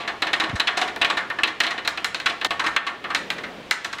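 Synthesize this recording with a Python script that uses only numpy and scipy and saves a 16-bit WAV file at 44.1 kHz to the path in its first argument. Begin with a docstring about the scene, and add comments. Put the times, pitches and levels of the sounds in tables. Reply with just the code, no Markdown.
"""You hear plastic discs clatter through the metal pegs of an upright game board in a wood-panelled room.
Each blow makes a short clack of disc and panel that echoes in the room, and a clink with a clear pitch.
It also sets the pegs and board ringing a little longer. Two soft low thumps come early on, and a faint
rumble swells near the end, over steady room air. A limiter turns down the hardest blows."""
import sys
import numpy as np
from scipy import signal
from scipy.fft import rfft, irfft
from scipy.io import wavfile

SR = 44100
rng = np.random.default_rng(int(sys.argv[2]) if len(sys.argv) > 2 else 0)


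def waveform_to_disk(signal):
    """Save audio, clipped to [-1, 1], as 16-bit WAV at the path in sys.argv[1]."""
    frames = np.transpose(np.atleast_2d(signal))
    scaled = np.clip(frames, -1, 1) * 32767
    samples = np.round(scaled).astype(np.int16)
    wavfile.write(sys.argv[1], SR, samples)


N = 176400

# The blows of the discs. Each row: start in seconds, level in dB, extra dB at BODY_HZ, at BITE_HZ and
# at TICK_HZ, the clack's fade time at BITE_HZ in seconds, clink pitch in Hz.
DISC_BLOWS = [(0.001, -34, 8, 3, -3, 0.041, 1156), (0.0765, -27.5, 3, 0.5, -0.5, 0.013, 1743),
              (0.2211, -22.5, 1, 1, -0.5, 0.0058, 3990), (0.268, -30.5, 8, 3.5, 1.5, 0.012, 1783),
              (0.3315, -23, -0.5, 4, 2, 0.0096, 1858), (0.399, -20, -0.5, -3.5, 0, 0.0094, 3930),
              (0.438, -32, 9, 7, 2, 0.0079, 1840), (0.4945, -32, -0.5, -3.5, -4, 0.0076, 1850),
              (0.555, -31, 1, -7, 4.5, 0.014, 1800), (0.598, -21, -1.5, 2, 1.5, 0.0084, 3960),
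              (0.672, -18, -5.5, 0.5, -2.5, 0.011, 3450), (0.7712, -22, 1, -2.5, 5.5, 0.018, 758),
              (0.8135, -24, 3.5, 1.5, 4.5, 0.011, 740), (0.877, -30.5, 2, -2, 0, 0.011, 698),
              (0.962, -34.5, 7.5, -1.5, -1.5, 0.0034, 1780), (1.0145, -21, 3, 5, -1, 0.012, 2687),
              (1.047, -21.5, -8, 3.5, -1, 0.0051, 2290), (1.1, -24, 3, 3.5, 1.5, 0.0081, 1136),
              (1.171, -22.5, -3, -4.5, -3, 0.017, 1763), (1.301, -27, -2, -6, -12.5, 0.0079, 1810),
              (1.387, -25, -3.5, -9, -10, 0.0056, 1740), (1.434, -20, 0.5, 6, 0.5, 0.0074, 2638),
              (1.474, -26.5, 0, 1, 3, 0.01, 1834), (1.603, -19, -2, 4, 4.5, 0.0067, 1867),
              (1.634, -22, -0.5, 2, 3, 0.012, 1825), (1.667, -28, 3.5, 9.5, 3, 0.007, 4030),
              (1.706, -25.5, 2.5, 0, 3, 0.012, 1910), (1.779, -31, 2, 2, -1.5, 0.0076, 1850),
              (1.849, -31, 1.5, -1.5, -0.5, 0.0097, 4050), (1.876, -21, -3.5, -1.5, 5, 0.0036, 4200),
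              (1.975, -30, -2, 2, -1.5, 0.0051, 2600), (2.0453, -22.5, -9.5, -3, 5, 0.0028, 4190),
              (2.1457, -29.5, -1, 2, 6.5, 0.0023, 4300), (2.2, -31.5, -5, -2.5, -0.5, 0.0046, 4260),
              (2.2595, -21.5, -5, 4, 2.5, 0.008, 1481), (2.297, -34.5, 5, 6.5, 5.5, 0.0078, 2980),
              (2.413, -32, 3, 4.5, -3, 0.0073, 1730), (2.447, -23.5, 4, 1, 7, 0.0034, 3600),
              (2.507, -26.5, 1.5, 2.5, -1, 0.0064, 1143), (2.595, -22.5, -3.5, -4.5, -0.5, 0.0097, 1077),
              (2.64, -25, -2.5, -7, -4, 0.018, 1110), (2.664, -22, -7, -4.5, 1, 0.0081, 1850),
              (2.7636, -16, -8, 1, -9.5, 0.0066, 1125), (2.867, -21.5, -3.5, -1.5, -2, 0.014, 1130),
              (3.041, -28, -2.5, -2.5, -13, 0.011, 1175), (3.102, -25, -3, -7.5, -8.5, 0.011, 1173),
              (3.148, -23.5, -4.5, 3.5, 8, 0.0026, 2100), (3.303, -28.5, -2, 4.5, 5, 0.003, 2156),
              (3.382, -33, -11, -7, -1, 0.007, 1860), (3.436, -30, -16, -7.5, -7, 0.012, 2100),
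              (3.7104, -17, -10.5, -4, 6, 0.0021, 2056), (3.8459, -28, -6, -2.5, 7, 0.0051, 1750),
              (3.929, -30, -9, -5.5, 3.5, 0.0056, 1560), (3.985, -33, -17, -10, -0.5, 0.0032, 2040)]
# The tone colour that all clacks share. Each row: frequency in Hz, relative level in dB.
CLACK_SPECTRUM = [(150, -18.5), (320, -6), (520, -8), (740, -3), (1800, 1.5), (2700, -2.5), (4300, -5),
                  (4800, -15.5), (6500, -20.5), (11000, -37), (15500, -68)]
BODY_HZ, CORE_HZ, BITE_HZ, TICK_HZ = 666, 1470, 3030, 6160   # a blow's tone regions, low to high
ATTACK_SHARE = .4   # a blow's build-up time as a share of its fade time
FULL_RING_S = 0.0052   # blows that fade faster than this snap harder and ring the pegs less


def from_db(db):
    """Turn decibels into a number to multiply by."""
    return 10 ** (np.asarray(db) / 20)


def energy_one(x):
    """Scale a sound to a total energy of 1."""
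    return x / np.sqrt(np.sum(x ** 2) + 1e-20)


def at_hz(points, hz, column=1):
    """Read a table between its rows, with frequencies spaced by octaves."""
    points = np.array(points)
    return np.interp(np.log(np.maximum(hz, 1)), np.log(points[:, 0]), points[:, column])


def coloured_noise(spectrum):
    """Steady noise with a given tone colour and an average (rms) level of 1."""
    gain = from_db(at_hz(spectrum, np.fft.rfftfreq(N, 1 / SR)))
    noise = irfft(rfft(rng.standard_normal(N)) * gain, N)
    return noise / np.sqrt(np.mean(noise ** 2) + 1e-20)


def noise_bands(count=28):
    """Split white noise into bands. Each band: centre in Hz, width in Hz, its noise."""
    edges = np.geomspace(140, 17000, count + 1)
    white, hz = rfft(rng.standard_normal(N)), np.fft.rfftfreq(N, 1 / SR)
    return [(np.sqrt(low * high), high - low, irfft(white * (hz >= low) * (hz < high), N))
            for low, high in zip(edges, edges[1:])]


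def add(out, start_s, sound):
    """Mix a sound in at a given time."""
    start = int(np.clip(start_s * SR, 0, N - 1))
    out[start:start + len(sound)] += sound[:N - start]


def air_and_rumble():
    """Steady room air, and a faint rumble that swells near the end."""
    # The tone colours of air and rumble. Each row: frequency in Hz, relative level in dB.
    air_spectrum = [(25, -18), (60, -6.5), (320, -7), (3000, -9), (15000, -45)]
    rumble_spectrum = [(110, -30), (160, 1.5), (520, 2), (8000, -40)]
    # The rumble's swell. Each row: time in seconds, level in dB.
    rumble_swell = [(2.3, -52), (3.1, -41.5), (3.5, -38.5), (4, -56)]
    rumble_db = np.interp(np.arange(N) / SR, *np.transpose(rumble_swell))
    rumble = from_db(rumble_db) * coloured_noise(rumble_spectrum)
    return from_db(-43) * coloured_noise(air_spectrum) + rumble


def thumps():
    """Soft low bumps that fall in pitch, with an overtone that fades first."""
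    # Each row: start in seconds, length in seconds, level in dB, first and last pitch in Hz.
    bumps = [(0.49, 0.02, -31, 220, 89.5), (0.526, 0.039, -23, 186, 49.5)]
    out = np.zeros(N)
    for start_s, length_s, db, first_hz, last_hz in bumps:
        progress = np.linspace(0, 1, int(length_s * SR))
        phase = 2 * np.pi * np.cumsum(first_hz * (last_hz / first_hz) ** progress) / SR
        tone = np.sin(phase) + (1 - progress) * np.sin(2 * phase)
        add(out, start_s, from_db(db) * np.sin(np.pi * progress) * tone)
    return out


def room_echo(sound):
    """Reflections blur into a tail that builds up quickly and lasts longest in the bass."""
    # The room's tail. Each row: frequency in Hz, seconds to fade by 60 dB, level in dB.
    tail = [(200, 0.91, -6), (1120, 0.26, -4.5), (4300, 0.5, -13.5), (12800, 0.087, -5)]
    build_up_s = 0.015
    t, response = np.arange(SR) / SR, np.zeros(SR)
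    for hz, width, noise in noise_bands():
        shape = (1 - np.exp(-t / build_up_s)) * from_db(-60 * t / at_hz(tail, hz))
        gain = np.sqrt(2 * width / SR) * from_db(at_hz(tail, hz, column=2))
        response += energy_one(noise[:SR] * shape) * gain
    return signal.fftconvolve(sound, response)[:N]


def blow_db(blow, hz):
    """How strong one blow is at a frequency; tones near its clink get up to 3 dB more."""
    _, db, body, bite, tick, _, clink_hz = blow
    lift_db = 3 * np.exp(-(np.log(hz / clink_hz) / 0.082) ** 2)
    return db + lift_db + at_hz([(BODY_HZ, body), (CORE_HZ, 0), (BITE_HZ, bite), (TICK_HZ, tick)], hz)


def peg_and_board_rings():
    """Every blow pushes each natural tone of the pegs and board by a partly random amount."""
    # The ringing tones. Each row: pitch in Hz, relative level in dB, seconds to fade by 60 dB.
    tones = [(321.6, -14.5, 0.23), (690, -12, 0.34), (738, -18, 0.34), (1119, -10, 0.33), (1813, -9, 0.4),
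             (2612, -5.5, 0.1), (2942, -14, 0.21), (3952, -5.5, 0.073), (7800, -23, 0.1)]
    scatter_db = 3
    out = np.zeros(N)
    for hz, db, ring_s in tones:
        strikes = np.zeros(N)
        for blow in DISC_BLOWS:
            start_s, *_, fade_s, _ = blow
            strike_db = db + blow_db(blow, hz) + scatter_db * rng.normal()
            ring_share = min(fade_s / FULL_RING_S, 1) ** 2
            add(strikes, start_s, from_db([strike_db]) * ring_share * rng.choice([-1, 1]))
        # This filter turns each strike into a fading sine wave.
        fade, angle = from_db(-60 / (ring_s * SR)), 2 * np.pi * hz / SR
        out += signal.lfilter([0, np.sin(angle)], [1, -2 * fade * np.cos(angle), fade ** 2], strikes + 1e-18)
    return out


def clinks():
    """Depending on where the disc lands, one short tone stands out and gives the clack a pitch."""
    boost_db, own_fade_s = 23, 0.0065
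    out, t = np.zeros(N), np.arange(SR // 7) / SR
    for blow in DISC_BLOWS:
        start_s, *_, fade_s, hz = blow
        clink_fade_s = np.sqrt(fade_s * own_fade_s)
        shape = (1 - np.exp(-t / (ATTACK_SHARE * fade_s))) * np.exp(-t / clink_fade_s)
        tone = np.sin(2 * np.pi * (hz * t + rng.random()))
        db = boost_db + at_hz(CLACK_SPECTRUM, hz) + blow_db(blow, hz)
        add(out, start_s, from_db(db) * energy_one(shape * tone))
    return out


def clacks(blows):
    """A snap at contact, then crowded tones of disc and panel swell and die fast; the panel rings on."""
    clack_db, snap_db, snap_s = -1.5, -8, 0.001
    panel_db, panel_ring_s, panel_build_up_s = -3, 0.11, 0.0037
    out, t = np.zeros(N), np.arange(SR // 10) / SR
    panel = from_db(-60 * t / panel_ring_s) * (1 - np.exp(-t / panel_build_up_s))
    panel = energy_one(panel) * from_db(panel_db)
    for hz, width, noise in noise_bands():
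        gain = from_db(clack_db + at_hz(CLACK_SPECTRUM, hz)) * np.sqrt(width)
        snap = energy_one(np.exp(-t / snap_s)) * from_db(snap_db) * min(hz / BITE_HZ, 1)
        for blow in blows:
            start_s, *_, fade_s, _ = blow
            band_fade_s = fade_s * (hz / BITE_HZ) ** -0.74   # low tones last longer
            crack = energy_one((1 - np.exp(-t / (ATTACK_SHARE * band_fade_s))) * np.exp(-t / band_fade_s))
            hardness = min(FULL_RING_S / fade_s, 2)
            shape = np.sqrt(crack ** 2 + panel ** 2 + (snap * hardness) ** 2)
            offset = rng.integers(N - len(t))
            burst = energy_one(noise[offset:offset + len(t)] * shape)
            add(out, start_s, burst * gain * from_db(blow_db(blow, hz)))
    return out


def scene():
    """Mix everything into one channel; partway through, the clacks so far and their echo stop dead."""
    break_s = 2.4716
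    early = clacks([blow for blow in DISC_BLOWS if blow[0] < break_s])
    late = clacks([blow for blow in DISC_BLOWS if blow[0] >= break_s])
    before_break = np.arange(N) / SR < break_s
    clatter = (early + room_echo(early)) * before_break + late + room_echo(late)
    return (clatter + clinks() + peg_and_board_rings() + thumps() + air_and_rumble())[None]


def record(dry):
    """A limiter ducks loud blows fast and recovers slowly; peaks are rounded and the top treble is cut."""
    limit_db, recovery_db_per_s, attack_s, ceiling = -7, 17.5, 0.0045, 0.41
    recovery = recovery_db_per_s * np.arange(N) / SR
    over_db = np.maximum(20 * np.log10(np.abs(dry[0]) + 1e-9) - limit_db, 0)
    held_db = np.maximum.accumulate(over_db + recovery) - recovery
    smoothing = np.exp(-1 / (attack_s * SR))
    limited = dry * from_db(-signal.lfilter([1 - smoothing], [1, -smoothing], held_db))
    rounded = limited / (1 + (limited / ceiling) ** 8) ** (1 / 8)
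    treble_cut = signal.cheby2(12, 70, 17000, fs=SR, output="sos")   # 70 dB down from 17000 Hz up
    return signal.sosfilt(treble_cut, rounded)


dry = scene()
out = record(dry)
waveform_to_disk(out)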